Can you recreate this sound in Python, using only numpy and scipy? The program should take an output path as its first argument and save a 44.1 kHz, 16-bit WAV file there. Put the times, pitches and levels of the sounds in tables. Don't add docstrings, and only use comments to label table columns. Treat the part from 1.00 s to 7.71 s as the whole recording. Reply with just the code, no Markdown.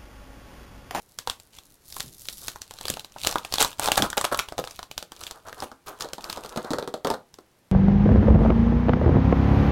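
import sys
import numpy as np
from scipy import signal
from scipy.fft import rfft, irfft, next_fast_len
from scipy.io import wavfile
from scipy.ndimage import uniform_filter1d

SR = 44100
rng = np.random.default_rng(int(sys.argv[2]) if len(sys.argv) > 2 else 0)


def store_pcm(level_fs):
    pcm = np.round(np.clip(level_fs, -1, 1) * 32767).astype(np.int16)
    wavfile.write(sys.argv[1], SR, np.atleast_2d(pcm).T)


N = 296081

# start in seconds, crack
# level in dB, crack pitch in Hz, # level of the whole sheet flexing in dB, sheet pitch in Hz.
BUCKLES = [(0.1875, -16.5, 4840, -36.5, 1690), (0.2735, -16, 4030, -22, 940),
           (0.298, -10.5, 3600, -30.5, 1340), (0.399, -32.5, 7430, -54, 750),
           (0.586, -27.5, 3400, -46, 1040), (0.9245, -25, 4700, -60, 1310),
           (0.9659, -23, 11350, -31.5, 1010), (1.004, -13.5, 3830, -34.5, 1700),
           (1.255, -30.5, 4490, -58, 980), (1.2859, -14.5, 3730, -44, 1170),
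           (1.482, -13.5, 5250, -33.5, 1720), (1.5585, -34, 5630, -34, 870), (1.6175, -20, 6000, -43, 1690),
           (1.7094, -26, 3540, -38.5, 920), (1.811, -22.5, 4220, -37, 830),
           (1.854, -16.5, 3430, -31.5, 501), (1.882, -13.5, 4630, -32, 1650),
           (1.9004, -9.5, 8300, -28.5, 501), (1.939, -20, 3610, -41, 500), (1.9702, -26.5, 3670, -30, 786),
           (1.995, -20.5, 3960, -43, 934), (2.046, -25, 4030, -39.5, 900), (2.162, -42.5, 3570, -32, 825),
           (2.2476, -12.5, 3820, -30, 780), (2.2657, -17, 4130, -27, 1240), (2.271, -3, 4160, -24, 715),
           (2.3253, -18.5, 4350, -30.5, 840), (2.357, -18.5, 3380, -14, 968),
           (2.383, -18.5, 3560, -32.5, 1210), (2.4487, -19, 2670, -32.5, 820),
           (2.5238, -14.5, 4510, -32.5, 610), (2.5391, -7.5, 4460, -28.5, 1130),
           (2.583, -8.5, 3430, -24.5, 850), (2.6114, -9, 3700, -17.5, 762), (2.6257, -2, 7920, -17, 1270),
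           (2.647, -9, 3960, -19.5, 1050), (2.7958, -11, 9000, -20, 805), (2.8584, -12.5, 5080, -27, 684),
           (2.8759, -13, 3410, -20, 875), (2.8854, -13, 3350, -14, 810), (2.9178, -2, 2800, -18.5, 845),
           (2.9773, -5, 4500, -13, 900), (2.9914, -19, 2850, -25.5, 1630), (3.022, -3.5, 3310, -19.5, 597),
           (3.1014, -17, 7240, -33.5, 1410), (3.1294, -22, 3210, -24.5, 1690),
           (3.1782, -12, 3230, -18.5, 554), (3.212, -13, 7950, -22, 1140),
           (3.2505, -10.5, 3310, -20.5, 680), (3.3451, -15.5, 3520, -20.5, 1220),
           (3.374, -20, 11000, -39, 1300), (3.3959, -12.5, 3310, -20, 1350), (3.4863, -23, 3250, -36, 820),
           (3.5227, -29.5, 4820, -28.5, 646), (3.5805, -18.5, 3700, -24.5, 680),
           (3.6399, -24, 2860, -31, 620), (3.674, -23.5, 4100, -34, 1360),
           (3.7912, -23.5, 3640, -30.5, 670), (3.8291, -24.5, 4300, -34, 1070),
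           (3.913, -22.5, 2970, -41, 820), (3.9784, -13.5, 3790, -32.5, 900),
           (4.0262, -23, 3900, -34.5, 600), (4.1194, -26.5, 3130, -37.5, 860),
           (4.2124, -27.5, 4220, -39, 1230), (4.236, -22, 5800, -48, 1220), (4.2667, -20, 3470, -57, 1190),
           (4.3101, -21.5, 5030, -38, 960), (4.528, -30, 2800, -33.5, 1610),
           (5.008, -17.5, 5000, -32, 1170), (5.022, -19, 5200, -53, 910), (5.1332, -18, 4750, -31, 565),
           (5.242, -19.5, 5000, -46, 1130), (5.299, -16, 4280, -33.5, 980),
           (5.328, -19.5, 5000, -35.5, 960), (6.341, -32, 5670, -52.5, 900)]
# start in seconds, thud level in dB, thud pitch in Hz.
TABLE_KNOCKS = [(1.899, -37.5, 149), (2.996, -27.5, 212), (3.023, -24.5, 253), (3.5875, -27, 494),
                (4.623, -33.5, 690), (4.716, -43, 1300), (5.046, -36, 584), (5.182, -38, 815),
                (5.373, -34, 614), (5.447, -37.5, 615), (5.561, -33, 513), (5.574, -27.5, 490),
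                (5.645, -36, 490), (5.706, -25, 324), (5.734, -25.5, 436), (5.785, -27.5, 536),
                (5.826, -32, 545), (5.876, -31.5, 377), (5.94, -29, 540), (6.047, -24, 590),
                (6.071, -25.5, 533), (6.102, -23, 750), (6.139, -31.5, 660), (6.386, -45.5, 400)]
# start in seconds, length in seconds,
# crackle level in dB, card level in dB.
FIBRE_RIPS = [(0.522, 0.065, -54.5, -67), (2.594, 0.031, -19.5, -26), (2.81, 0.075, -32, -33.5),
              (2.969, 0.021, -24, -22.5), (3.021, 0.049, -41, -29.5), (3.169, 0.017, -25.5, -21),
              (3.24, 0.012, -27, -24), (3.314, 0.023, -36, -24), (3.389, 0.0039, -18.5, -27),
              (3.586, 0.016, -41.5, -53), (4.449, 0.062, -60, -43.5), (4.618, 0.029, -43, -36),
              (4.86, 0.039, -44.5, -42), (4.998, 0.038, -40.5, -43)]
# moment of giving way in seconds, build-up in seconds,
# crackle level in dB.
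PAPER_PULLS = [(1.0, 0.083, -49.5), (1.48, 0.12, -47.5), (1.9, 0.2, -41), (2.261, 0.089, -33),
               (2.601, 0.13, -34.5), (2.95, 0.17, -49.5), (3.381, 0.13, -56.5), (3.74, 0.28, -51),
               (4.217, 0.066, -46.5), (4.59, 0.035, -48), (5.301, 0.033, -49)]
# start in seconds, length in seconds, level in dB.
CARD_PUSHES = [(2.818, 0.15, -39), (4.212, 0.19, -54), (4.446, 0.16, -51), (4.865, 0.22, -47.5),
               (5.2, 0.52, -47)]
# time in seconds, level in dB.
SEAM_LEVEL = [(.8, -64), (.89, -47), (.98, -42), (1.12, -57), (1.22, -48), (1.47, -41.5), (1.66, -75)]
# frequency in Hz, relative level in dB per Hz.
PLASTIC_SPECTRUM = [(900, -4), (2100, -5), (3500, 1), (5500, -2.5), (8000, -2), (10000, -7), (12000, -5),
                    (16000, -14.5)]
# frequency in Hz, relative level in dB per Hz.
CARD_SPECTRUM = [(20, -11), (100, -10), (300, -0.5), (560, 0.5), (850, 0), (1200, 1.5), (1600, -0.5),
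                 (2100, -10), (4500, -42)]
# frequency in Hz, relative level in dB per Hz.
FIBRE_SPECTRUM = [(900, -26), (2300, -0.5), (3600, 1), (5500, -2.5), (12000, -5.5), (16000, -9.5)]
# frequency in Hz (for a hard blow), relative level in dB per Hz.
TABLE_SPECTRUM = [(25, -11), (90, -11.5), (220, -2.5), (600, -6), (1300, -8.5), (2200, -25), (5000, -47.5)]
# frequency in Hz, relative level in dB per Hz.
SEAM_SPECTRUM = [(2500, -25), (4000, -10), (8500, -11.5), (11500, -8.5), (16000, -18.5)]
# frequency in Hz, relative level in dB per Hz.
AIR_SPECTRUM = [(25, -1), (70, -2), (180, -9.5), (500, -34.5)]
# frequency in Hz, relative level in dB per Hz.
HISS_SPECTRUM = [(20, -35), (80, -2.5), (350, -4.5), (2500, -17), (12000, -25.5), (16000, -32)]
# frequency in Hz, time to fall by 60 dB in seconds.
REVERBERATION = [(1200, 0.23), (5000, 0.17)]

TOP_HZ = 16000
SHORT = 4096
SNAP_ROOM_DB = -2.5
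STRAY_DB, STRAY_FLEX_DB, STRAY_HZ, SHEET_HZ = 24.5, 5.5, 4270, 942
BUILD_DB, RELAX_DB_PER_S = 18, 171
SHAKE_DB = -6
RUB_S, RUB_DB, RUB_DECAY_S, RUB_HZ = 1.032, -46.5, 0.076, 124
TICK_DB = -4
PUSH_ATTACK_S, PUSH_RELEASE_S = 0.0081, 0.022
SCRATCH_DB = -8
SQUEAK_S, SQUEAK_LENGTH_S, SQUEAK_HZ, SQUEAK_DB = 5.19, 0.24, 12750, -63


def amp(db):
    return 10 ** (np.asarray(db) / 20)


def unit(x):
    return x / np.sqrt(np.mean(x ** 2) + 1e-20)


def along(points, hz):
    f, v = np.transpose(points)
    return np.interp(np.log(hz + 1), np.log(f + 1), v)


def curve(rows):
    return np.interp(np.arange(N) / SR, *np.transpose(rows))


def add(track, s, sound):
    start = max(round(s * SR), 0)
    track[start:start + len(sound)] += sound[:max(N - start, 0)]


def body(x, spectrum, pitch_hz=1000, focus_db=0):
    hz = np.fft.rfftfreq(SHORT, 1 / SR)
    octaves = np.log2((hz + 1) / pitch_hz)
    level_db = along(spectrum, hz) + focus_db / (1 + (2 * octaves) ** 2)
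    cepstrum = irfft(np.log(amp(level_db)))
    cepstrum[1:SHORT // 2] *= 2
    cepstrum[SHORT // 2 + 1:] = 0
    response = irfft(np.exp(rfft(cepstrum)))
    return signal.fftconvolve(x, response)[:len(x)]


def burst(length, edge):
    t = np.arange(SHORT) / SR
    return rng.standard_normal(SHORT) * np.exp(-(t / length) ** edge)


def sized(x, db, span):
    return amp(db) * x * np.sqrt(span * SR / (np.sum(x ** 2) + 1e-20))


def grains(size, rate, spread_db):
    chance, strength, sign = rng.random((size, 3)).T
    sizes = amp(spread_db * np.minimum(-np.log(1 - strength), np.pi))
    return (chance < rate / SR) * sizes * np.sign(sign - .5)


def wobble(size):
    smooth = uniform_filter1d(rng.standard_normal(N), size)
    return unit(uniform_filter1d(smooth, size))


def crinkle(stroke, rate, spread_db, spectrum, low_hz, high_hz, count=6):
    size = len(stroke)
    steps = (np.arange(count) + rng.random(count)) / count
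    pitches = low_hz * (high_hz / low_hz) ** steps
    patches = [body(stroke * grains(size, rate / count, spread_db), spectrum, hz, focus_db=14)
               for hz in pitches]
    return unit(sum(patches))


def hiss():
    return amp(-63.5) * unit(body(rng.standard_normal(N), HISS_SPECTRUM))


def snaps(buckles):
    direct, spread, t = np.zeros(N), np.zeros(N), np.arange(SHORT) / SR
    for s, crack_db, pitch_hz, flex_db, sheet_hz in buckles:
        swing = np.sin(2 * np.pi * sheet_hz * t) * np.exp(-t / 0.0012)
        flex = body(swing + burst(length=0.0056, edge=1.0), CARD_SPECTRUM, sheet_hz, focus_db=5.5)
        flex = sized(flex, flex_db, span=0.0029)
        jagged = burst(length=0.0019, edge=1.25) * np.minimum(t / 0.00087, 1)
        crack = body(jagged, PLASTIC_SPECTRUM, pitch_hz, focus_db=7.5)
        ring = np.sin(2 * np.pi * pitch_hz * t) * np.exp(-t / 0.0012)
        crack = unit(crack) + 0.55 * unit(ring)
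        impulse = 1. * (t == 0)
        scattered = body(impulse, PLASTIC_SPECTRUM, pitch_hz, focus_db=4.5)
        add(direct, s, sized(crack, crack_db, span=0.00031) + flex)
        add(spread, s, amp(SNAP_ROOM_DB) * (sized(scattered, crack_db, span=0.00048) + flex))
    return direct, spread


def strays(strain, count=45):
    rows = []
    for moment, force, patch, grip in rng.random((count, 4)):
        db = 20 * np.log10(strain[int(moment * N)] + 1e-9) + 6 * (force - .5)
        crack_hz = STRAY_HZ * 2 ** (patch - .5)
        sheet_hz = SHEET_HZ * 2 ** (grip - .5)
        rows.append((moment * N / SR, db + STRAY_DB, crack_hz, db + STRAY_FLEX_DB, sheet_hz))
    return rows


def rips():
    out, t = np.zeros(N), np.arange(SHORT) / SR
    for s, length, crackle_db, card_db in FIBRE_RIPS:
        stroke = np.abs(np.sin(np.pi * np.clip(t / length, 0, 1))) ** 0.59
        crackle = crinkle(stroke, 2400, 7.4, FIBRE_SPECTRUM, low_hz=1980, high_hz=13500)
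        shake = crinkle(stroke, 2500, 4.3, CARD_SPECTRUM, low_hz=400, high_hz=1490)
        add(out, s, sized(crackle, crackle_db, length) + sized(shake, card_db, length))
    return out


def pull_strength():
    t = np.arange(N) / SR
    total = np.zeros(N)
    for s, build, db in PAPER_PULLS:
        growth = BUILD_DB * (t - s) / build
        relaxation = RELAX_DB_PER_S * (s - t)
        total += amp(db + np.minimum(growth, relaxation))
    return total


def peeling(strain):
    clusters = uniform_filter1d(grains(N, rate=260, spread_db=6.0), size=60)
    clumps = 0.54 + unit(np.abs(clusters))
    fibres = crinkle(clumps, 6000, 6.8, FIBRE_SPECTRUM, low_hz=2480, high_hz=11600)
    seam = body(grains(N, rate=7000, spread_db=1.5) * clumps, SEAM_SPECTRUM)
    return strain * fibres + amp(curve(SEAM_LEVEL)) * unit(seam)


def wafts(handling):
    effort = np.abs(uniform_filter1d(handling ** 2, size=900)) ** 0.3
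    return amp(-28.5) * effort * unit(body(rng.standard_normal(N), AIR_SPECTRUM))


def rub():
    t = np.maximum(np.arange(N) / SR - RUB_S, 0)
    stroke = np.minimum(t / PUSH_ATTACK_S, 1) * np.exp(-t / RUB_DECAY_S)
    darker = np.array(TABLE_SPECTRUM) * [.3, 1]
    rumble = body(rng.standard_normal(N), darker, RUB_HZ, focus_db=8)
    return amp(RUB_DB) * stroke * unit(rumble)


def knocks():
    out = np.zeros(N)
    for s, thud_db, pitch_hz in TABLE_KNOCKS:
        hardness = min(pitch_hz / 400, 1)
        chatter = burst(length=0.007, edge=0.75) * grains(SHORT, rate=500, spread_db=4)
        blow = burst(length=0.007, edge=0.67) + 3 * chatter
        thud = body(blow, np.array(TABLE_SPECTRUM) * [hardness, 1], pitch_hz, focus_db=8.5)
        tick = body(burst(length=0.0009, edge=0.55) + chatter, PLASTIC_SPECTRUM, 4200, focus_db=10.5)
        tick = hardness * sized(tick, thud_db + TICK_DB, span=0.0037)
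        add(out, s, sized(thud, thud_db, span=0.019) + tick)
    return out


def push_strength():
    t = np.arange(N) / SR
    total = np.zeros(N)
    for s, length, db in CARD_PUSHES:
        attack = np.clip((t - s) / PUSH_ATTACK_S, 0, 1)
        release = np.exp(-np.maximum(t - s - length, 0) / PUSH_RELEASE_S)
        total += amp(db) * attack * release
    return total


def sliding(motion, count=6):
    jerks = amp(4 * wobble(size=1100))
    patches = []
    for hz in np.geomspace(360, 1250, count):
        slips = amp(2 * wobble(size=600)) * grains(N, rate=1500, spread_db=2.0)
        patches.append(body(slips, CARD_SPECTRUM, hz, focus_db=15))
    return motion * unit(jerks * sum(patches))


def squeak():
    stroke = np.sin(np.pi * np.clip((np.arange(N) / SR - SQUEAK_S) / SQUEAK_LENGTH_S, 0, 1))
    pitch = SQUEAK_HZ + 300 * (stroke - 1) + 90 * wobble(size=60)
    return amp(SQUEAK_DB) * stroke * unit(np.sin(2 * np.pi * np.cumsum(pitch) / SR))


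def room(x, gap, wet_db):
    out, hop = np.zeros(N), SR // 4
    for start in range(0, N, hop):
        hz, t, z = signal.stft(rng.standard_normal(SR // 2), SR, nperseg=256)
        decay = amp(-60 * t / along(REVERBERATION, hz)[:, None])
        tail = signal.istft(z * decay, SR, nperseg=256)[1]
        tail *= 1 + 0.4 * np.exp(-np.arange(len(tail)) / SR / 0.0064)
        echo = signal.fftconvolve(x[start:start + hop], tail / np.linalg.norm(tail))
        add(out, start / SR + gap, echo)
    return amp(wet_db) * out


def scene():
    pull, push = pull_strength(), push_strength()
    strain = pull + amp(SCRATCH_DB) * push
    direct, spread = snaps(list(BUCKLES) + strays(strain))
    tearing = rips() + peeling(strain)
    card_motion = push + amp(SHAKE_DB) * pull
    rest = tearing + knocks() + sliding(card_motion) + rub() + squeak()
    echo = room(spread + rest, gap=.006, wet_db=-9.0)
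    return (direct + rest + wafts(direct + tearing) + echo + hiss())[None]


def record(dry):
    held = dry / (1 + np.abs(dry / .54) ** 4) ** (1 / 4)
    size = next_fast_len(N + SHORT)
    passband = np.fft.rfftfreq(size, 1 / SR) < TOP_HZ
    return irfft(rfft(held, size) * passband, size)[:, :N]


dry = scene()
out = record(dry)
store_pcm(out)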